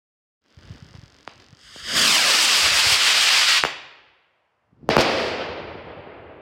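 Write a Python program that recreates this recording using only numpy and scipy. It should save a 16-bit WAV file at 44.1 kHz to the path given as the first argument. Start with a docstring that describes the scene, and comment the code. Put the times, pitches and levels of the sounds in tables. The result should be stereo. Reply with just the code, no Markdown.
"""Night on open ground, a phone 15 m from a homemade rocket. The fuse fizzes and spits while gusts brush
the right microphone port and the left ticks faintly. The motor catches, roars up off the pad and ends
with a crack; its ground echo lags more as it climbs, so the roar sweeps like a comb. High up the charge
bursts in two bangs, which the phone limits, and they roll back from the landscape, ever duller."""
import sys
import numpy as np
from scipy import signal
from scipy.fft import rfft, irfft
from scipy.io import wavfile
from scipy.ndimage import uniform_filter1d, minimum_filter1d

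SR = 44100
rng = np.random.default_rng(int(sys.argv[2]) if len(sys.argv) > 2 else 0)


def persist_wave(psi):
    """Save psi, clipped to +-1, as 16-bit WAV."""
    counts = np.round(np.clip(psi, -1, 1) * 32767).astype(np.int16)
    wavfile.write(sys.argv[1], SR, np.atleast_2d(counts).T)


N = 282681
TIME = np.arange(N) / SR
FREQ = np.fft.rfftfreq(2 * N, 1 / SR)
DISTANCE_M, MIC_HEIGHT_M, PAD_HEIGHT_M = 15, 2.32, .67
IGNITION_S, LIFTOFF_S, BURNOUT_S = 1.61, 1.98, 3.62


# The motor's thrust, heard as loudness. Each row: time in seconds, level in dB.
THRUST_CURVE = [(1.61, -51), (1.83, -36.5), (2.0, -17), (2.65, -18.5), (2.68, -18), (2.92, -16.5),
                (2.97, -18), (3.31, -15), (3.58, -17), (3.62, -29.5)]
# The jet from 15 m off. Each row: frequency in Hz, level in dB.
JET_SPECTRUM = [(53, -44), (90, -30.5), (165, -24.5), (381, -16.5), (599, -11), (963, -9), (1100, -6),
                (1450, -4.5), (2950, -0.5), (3900, -2.5), (4840, -4.5), (6270, -10.5), (8120, -11.5),
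                (9650, -17), (15500, -27)]

def motor(full_thrust_db=-17, wobble_hz=6.4):
    """A turbulent jet full of tiny shocks: rumble, roar, hiss and top sizzle."""
    db = np.interp(TIME, *np.transpose(THRUST_CURVE)) - .9 + 1.1 * walk(45)  # the grain burns unevenly
    weak_db = np.minimum(db - full_thrust_db, 0)  # a choked jet loses extra roar, rumble and sizzle
    rumble_db = -16 + .05 * weak_db - .3 * height(TIME)
    # In flight the nozzle swings its hiss towards the microphone and away.
    wobble_db = np.cos(2 * np.pi * wobble_hz * (TIME - 2.45)) * (TIME > LIFTOFF_S)
    hiss_db = -9.5 - .24 * height(TIME) + wobble_db + .8 * walk(14)
    hiss_db += swell(LIFTOFF_S + .08, .08)  # thrown back by the ground
    core = rng.standard_normal(N) + .76 * crackle(rate=2300, spread_db=2)
    # The wide plume reaches each port differently.
    spread = colour([(300, -11.5), (1000, -13.5), (2500, -4), (6000, 7.5)])
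    total = np.hypot(1, spread)
    jet = filtered(core, 1 / total) + filtered(diffuse(), 1.59 * spread / total)
    jet = filtered(jet, colour(JET_SPECTRUM))
    low, high, top = below(830), 1 - below(6400), 1 - below(12500) ** 4
    bands = low, 1 - low - high, high * (1 - top), high * top
    rumble, roar, hiss, sizzle = (unit(filtered(jet, band)) for band in bands)
    treble = hiss + sizzle * undb(-2.8 + .3 * weak_db)
    jet = roar + rumble * undb(rumble_db) + treble * undb(hiss_db)
    burning = span(IGNITION_S, BURNOUT_S, fade_s=np.where(TIME < LIFTOFF_S, .025, .008))
    return jet * undb(db + .1 * weak_db) * burning


def height(t, climb_m_per_s2=30):
    """Metres above the ground: steady acceleration from lift-off."""
    return PAD_HEIGHT_M + .5 * climb_m_per_s2 * np.maximum(t - LIFTOFF_S, 0) ** 2


def ground_lag(t):
    """Seconds by which the ground echo trails at the microphone; grows with the rocket's elevation."""
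    return 2 * MIC_HEIGHT_M / 343 * height(t) / np.hypot(height(t), DISTANCE_M)


def over_ground(x, echo_db, jitter_s=3e-5, scatter_s=.014):
    """The rocket arrives directly and again off the ground, later and weaker as it climbs."""
    # In flight the source dances along the plume and blurs the echo.
    lag = ground_lag(TIME) + jitter_s * walk(700) * span(LIFTOFF_S, BURNOUT_S, fade_s=.02)
    ground = filtered(x, colour([(250, 0), (750, -2.5), (2000, -2.5), (5000, -4), (12000, -6)]))
    ground = np.array([np.interp(TIME - lag, TIME, port) for port in ground])
    left, right = x + undb(echo_db) * ground / (1 + lag / scatter_s)
    return np.array([left, np.roll(right, 2)])  # the left port hears it first


# Exhaust on the ground at the pad. Each row: frequency in Hz, level in dB.
PAD_SPECTRUM = [(40, -33), (120, -16.5), (220, 0.5), (320, -6.5), (450, -10.5), (650, -3), (900, -19),
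                (3000, -49)]

def pad_blast():
    """The jet strikes the ground: a hollow rush that peaks at lift-off and is left behind."""
    strength = np.where(TIME < LIFTOFF_S, swell(LIFTOFF_S, .069), PAD_HEIGHT_M / height(TIME))
    return surrounding(PAD_SPECTRUM) * undb(-31.5) * strength * (TIME < BURNOUT_S)


# High over the pad, the crack at burn-out and the two bangs of the burst.
# Each row: start in seconds, level in dB, width in ms, ground bounce in relative dB.
BANGS_ALOFT = [(3.6372, 4, .23, -8), (4.89, -2.5, 0.49, -7.5), (4.9669, 8.5, .55, -13.5)]

def bangs():
    """Each bang aloft arrives directly, then softer and rougher off the ground."""
    direct, bounced = [], []
    for s, db, width_ms, bounce_db in BANGS_ALOFT:
        direct.append((s, db, width_ms, -12, 1.2))
        bounced.append((s + ground_lag(s), db + bounce_db, 1.1 * width_ms, -19, 4))
    return shocks(direct + bounced)


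def shocks(rows):
    """Each pressure jump swings the microphone in ever slower, smaller waves, under a crack of noise."""
    out, grit = np.zeros((2, N)), unit(diffuse())
    for s, db, width_ms, crack_db, crack_ms in rows:
        live = (TIME >= s) & (TIME < s + .08)
        ms = 1000 * (TIME[live] - s)
        age = ms / width_ms
        envelope = (1 - np.exp(-age / .6)) / (1 + (age / 5.08) ** 2.2)
        swing = -np.sin(2 * np.pi * 1.09 * np.log1p(age)) * envelope
        crack = 2 * undb(crack_db) * grit[:, live] * np.exp(-ms / crack_ms)
        out[:, live] += undb(db) * (swing + crack)
    tone = [(25, -26), (45, -5), (80, 4), (300, 0), (4800, -1), (6500, -8), (9000, -16), (15000, -22)]
    return filtered(out, colour(tone))


# The burst coming back from the landscape. Each row: start in seconds, level in dB, width in ms,
# scatter in relative dB, scatter decay in ms.
BURST_ECHOES = [(4.9884, -7.5, .7, -13, 3.5), (5.0, -14, .68, -7, 9), (5.007, -11.5, .46, -4, 15),
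                (5.058, -20, .5, -14, 6), (5.753, -23.5, 0.71, -28, 2.8), (6.071, -33, .8, -28, 2.8)]

def far_echoes(dulls_from_s=5.0):
    """Distinct returns of the burst; the later ones have crossed more air and are duller."""
    return through_air(shocks(BURST_ECHOES), np.maximum(TIME - dulls_from_s, 0))


# One roll for each bang of the burst. Each row: start in seconds, level in dB.
ROLL_STARTS = [(4.898, -18), (4.977, -15.5)]
# The roll, from all around. Each row: frequency in Hz, level in dB.
ROLL_SPECTRUM = [(29, -54), (50, -37), (75, -29), (119, -21.5), (317, -5), (349, -4.5), (489, 0),
                 (668, -2.5), (829, -5), (957, -7), (1740, -9), (2270, -8.5), (4670, -16.5), (7190, -35),
                 (15500, -56)]

def roll(attack_s=.0022, dulls_from_s=5.284):
    """Countless echoes of the burst, from further and further away, over an uneven, lingering boom."""
    echo_power, boom_power = 0, 0
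    for s, db in ROLL_STARTS:
        age = np.maximum(TIME - s, 0)
        onset = undb(db) * (1 - np.exp(-age / attack_s))
        near, far = onset * undb(-31.5 * age), onset * undb(-17.5 - 6.5 * age)
        echo_power += near ** 2 + far ** 2
        boom_power += (onset * undb(-27 - 9 * age)) ** 2
    echoes = surrounding(ROLL_SPECTRUM) * undb(.66 * walk(50))
    echoes = through_air(echoes, np.maximum(TIME - dulls_from_s, 0))
    boom = surrounding([(20, -42), (45, -11), (80, 1), (150, -4.5), (300, -14.5), (1500, -66)])
    return echoes * np.sqrt(echo_power) + boom * undb(2 * walk(25)) * np.sqrt(boom_power)


def mutter(peak_s=4.888, slope_db_per_s=162):
    """Dull, dense pops that swell into the burst."""
    pops = crackle(rate=2000, spread_db=1.2) + .78 * unit(diffuse())
    tone = [(30, -18), (80, 7), (350, -5.5), (800, -21), (1500, -36), (5000, -46), (12000, -80)]
    return unit(filtered(pops, colour(tone))) * undb(-39 - slope_db_per_s * abs(TIME - peak_s))


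# The fuse from 15 m off. Each row: frequency in Hz, level in dB.
FUSE_SPECTRUM = [(120, -23), (250, -5.5), (800, -10.5), (1600, -14), (3000, -15.5), (5000, -21.5),
                 (7000, -33), (10000, -39), (15000, -44.5)]
# Its flares. Each row: centre in seconds, half length in seconds, rise in dB.
FUSE_FLARES = [(.7, .09, 4), (0.955, .015, 5.5), (1.412, .025, 6)]

def fuse(start_s=.42, end_s=1.58, sink_db_per_s=5):
    """A soft, flaring fizz with sparks snapping in it; it sinks as the fuse burns into the tube."""
    flare_db = sum(rise_db * swell(s, half_s) for s, half_s, rise_db in FUSE_FLARES)
    db = -52 - sink_db_per_s * (TIME - start_s) + flare_db
    fizz = rng.standard_normal((2, N)) * undb(1.5 * walk(53))
    sparks = .82 * crackle(rate=460, spread_db=3.5)
    burn = unit(filtered(fizz + sparks, colour(FUSE_SPECTRUM)))
    return burn * undb(db) * span(start_s, end_s, fade_s=.04)


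# Spits at the pad. Each row: start in seconds, level in dB, width in ms, crack in relative dB,
# crack decay in ms.
PAD_SPITS = [(.952, -40, .14, -9.5, 9), (1.2763, -17, .25, -11, .8), (1.401, -38, 0.11, -7.5, 8),
             (1.7605, -31, 0.65, -26, 1.3)]

def spits(top_hz=7800):
    """Small shocks from the fuse and the catching motor."""
    return filtered(shocks(PAD_SPITS), below(top_hz))


def field_echo(x, near_s=.036, tail_s=2.03, onset_s=.013):
    """Scatter from ground and trees: strong at first, then a thin long tail."""
    onset = 1 - np.exp(-(TIME / onset_s) ** 2)
    response = diffuse() * onset * undb(-60 * TIME / tail_s) / (1 + TIME / near_s)
    response = through_air(response / np.sqrt(np.sum(response[0] ** 2)), .96 * TIME)
    tone = [(100, -9.5), (250, -10), (600, -5.5), (1200, -3), (2600, 5), (5000, 2.5)]
    return filtered(x, rfft(response, 2 * N) * colour(tone))


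# Low rumble at the microphone. Each row: frequency in Hz, level in dB.
RUMBLE_SPECTRUM = [(20, -41.5), (45, -4.5), (80, -0.5), (140, -4.5), (250, -15.5), (500, -27.5),
                   (1500, -57), (15000, -140)]
# Low swells: gusts of wind, and at 1.97 s the rumble of the launch blast.
# Each row: centre in seconds, half length in seconds, level in dB.
LOW_SWELLS = [(.69, 0.083, -45), (.96, 0.14, -53.5), (1.97, 0.1, -41.5), (2.7, 0.09, -40),
              (2.91, 0.066, -40), (3.15, 0.095, -57)]

def wind_and_launch_rumble():
    """Eddies of a light breeze, swelling with gusts and the launch blast, mostly on the right port."""
    breeze = undb(-60.5) * span(.57, 3.74, fade_s=.19)
    swells = sum(undb(db) * swell(s, half_s) for s, half_s, db in LOW_SWELLS)
    eddies = unit(filtered(rng.standard_normal((2, N)), colour(RUMBLE_SPECTRUM)))
    return eddies * (breeze + swells) * undb(3.5 * walk(25)) * undb([[-5], [2.5]])


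# Soft low thumps: wind buffets on the microphone, then three dull thumps just ahead of the burst.
# Each row: centre in seconds, level in dB, starting pitch in Hz.
LOW_THUMPS = [(.577, -27.5, 116), (0.708, -22, 130.5), (0.755, -33, 252), (.827, -28, 156),
              (.861, -36, 160), (.952, -29, 140), (.988, -29.5, 130), (1.035, -32.5, 145),
              (1.531, -34, 160), (2.87, -25, 125), (2.926, -25.5, 104.3), (4.731, -42.5, 250),
              (4.831, -31.5, 323), (4.843, -27.5, 200)]

def thumps(sag_cycles=1.9, decay_cycles=1.29):
    """A few low swings each, sagging in pitch, mostly on the right port."""
    out = np.zeros(N)
    for s, db, hz in LOW_THUMPS:
        cycles = (TIME - s) * hz
        sagging = np.minimum(cycles, 0) + sag_cycles * np.log1p(np.maximum(cycles, 0) / sag_cycles)
        envelope = swell(s, np.where(cycles < 0, .5, decay_cycles) / hz)
        out += undb(db) * np.sin(2 * np.pi * sagging) * envelope
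    return out * undb([[-18], [0]])


def ticking(start_s=.41915, rate_hz=46.875, db=-32.5):
    """A faint, even electrical tick in the left channel, heard while the fuse burns."""
    ticks = np.zeros(N)
    times = start_s + np.arange(60) / rate_hz
    ticks[np.round(times * SR).astype(int)] = 1
    tone = [(900, -20), (1500, -4), (3500, -4), (5000, -4), (6300, -6), (8500, -20), (12000, -34)]
    ticks = filtered(ticks, colour(tone))
    return np.outer([1, 0], ticks / ticks.max() * undb(db))


# Open ground at night. Each row: frequency in Hz, level in dB.
NIGHT_SPECTRUM = [(20, -28.5), (80, -6.5), (300, -13), (600, -1), (1000, -1.5), (2000, -8), (4000, -25),
                  (12000, -40), (15600, -57.5)]

def night():
    """A steady hush from all sides."""
    return surrounding(NIGHT_SPECTRUM) * undb(-68.5)


def through_air(x, travel_s, loss_db_per_s=1.12):
    """Air takes the treble: the loss, given at 1 kHz, grows with the square of frequency."""
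    hz, s, frames = signal.stft(x, SR, nperseg=512)
    loss_db = loss_db_per_s * np.outer((hz / 1000) ** 2, np.interp(s, TIME, travel_s))
    return signal.istft(frames * undb(-loss_db), SR)[1][:, :N]


def diffuse(port_spacing_m=.15):
    """Noise from all sides at two ports: alike in the bass, unrelated in the treble."""
    alike = .95 * np.sinc(2 * FREQ * port_spacing_m / 343)
    mid, side = (filtered(rng.standard_normal(N), np.sqrt((1 + sign * alike) / 2)) for sign in (1, -1))
    return np.array([mid + side, mid - side])


def surrounding(spectrum):
    """Diffuse noise with this spectrum, at rms 1."""
    return unit(filtered(diffuse(), colour(spectrum)))


def crackle(rate, spread_db):
    """Random clicks, a few much larger than the rest."""
    clicks = rng.random(N) < rate / SR
    return unit(clicks * undb(spread_db * np.minimum(rng.exponential(size=N), 4)))


def walk(rate):
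    """Slow random wander, spread near 1."""
    knots = rng.standard_normal(4096)
    return 1.25 * np.interp(TIME * rate, np.arange(len(knots)), knots)


def span(start_s, end_s, fade_s):
    """1 from start to end, dying away on either side."""
    return np.exp(-np.maximum(np.maximum(start_s - TIME, TIME - end_s), 0) / fade_s)


def swell(s, half_s):
    """A smooth rise and fall around a moment."""
    return np.exp(-((TIME - s) / half_s) ** 2)


def colour(points):
    """Gain at every frequency from (Hz, dB) points."""
    hz, db = np.transpose(points)
    return undb(np.interp(np.log(FREQ + 1), np.log(hz), db))


def below(hz):
    """Smooth low-pass response."""
    return 1 / (1 + (FREQ / hz) ** 4)


def filtered(x, gain):
    """Apply a frequency response."""
    return irfft(rfft(x, 2 * N) * gain)[..., :N]


def undb(db):
    """Decibels to gain."""
    return 10 ** (np.asarray(db) / 20)


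def unit(x):
    """Scale to rms 1."""
    return x / np.sqrt(np.mean(x ** 2))


def scene():
    """What reaches the phone: the rocket on the pad and aloft, its echoes, the wind and the night."""
    rocket = over_ground(fuse(), echo_db=-7.5) + over_ground(motor(), echo_db=-1)
    reports = spits() + bangs()
    early_reports = reports[0] * (TIME < ROLL_STARTS[0][0] - .1)  # the burst has its own long roll
    scatter = field_echo(undb(-10.5) * rocket[0] + undb(-5) * early_reports)
    distance = night() + mutter() + far_echoes() + roll()
    lows = wind_and_launch_rumble() + thumps()
    return rocket + reports + scatter + distance + lows + ticking() + pad_blast()


# The phone's two microphone ports resonate at different pitches.
# Each row: frequency in Hz, left minus right in dB.
PORT_BALANCE = [(400, -1), (800, 0), (1300, -4), (2300, -2.5), (3100, -5.5), (3900, 3), (4900, 14.5),
                (6300, 6), (8000, 8), (10000, 4), (15000, 3.5)]

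def record(dry, ceiling=.74, hold_s=.0086, top_hz=15900):
    """The phone, 2.3 m up: port colour, a fade-in, a limiter, soft overload and the band limits."""
    ports = np.sqrt([colour(PORT_BALANCE), 1 / colour(PORT_BALANCE)])
    low_cut = (1 - below(23)) ** 2
    fade_in = np.interp(TIME, (.41, .72), (0, 1)) ** .89
    x = filtered(dry, ports * low_cut) * fade_in
    hold = 2 * int(hold_s * SR / 2) + 1
    gain = ceiling / np.maximum(abs(x).max(axis=0), ceiling)
    gain = minimum_filter1d(gain, hold, origin=hold // 2)
    # The limiter needs a millisecond to act, so the first swing of a bang overloads.
    x = x * uniform_filter1d(gain, size=45, origin=22)
    x = x / (1 + (x / .97) ** 4) ** .25
    return signal.sosfilt(signal.ellip(10, .2, 90, top_hz, fs=SR, output="sos"), x)


dry = scene()
out = record(dry)
persist_wave(out)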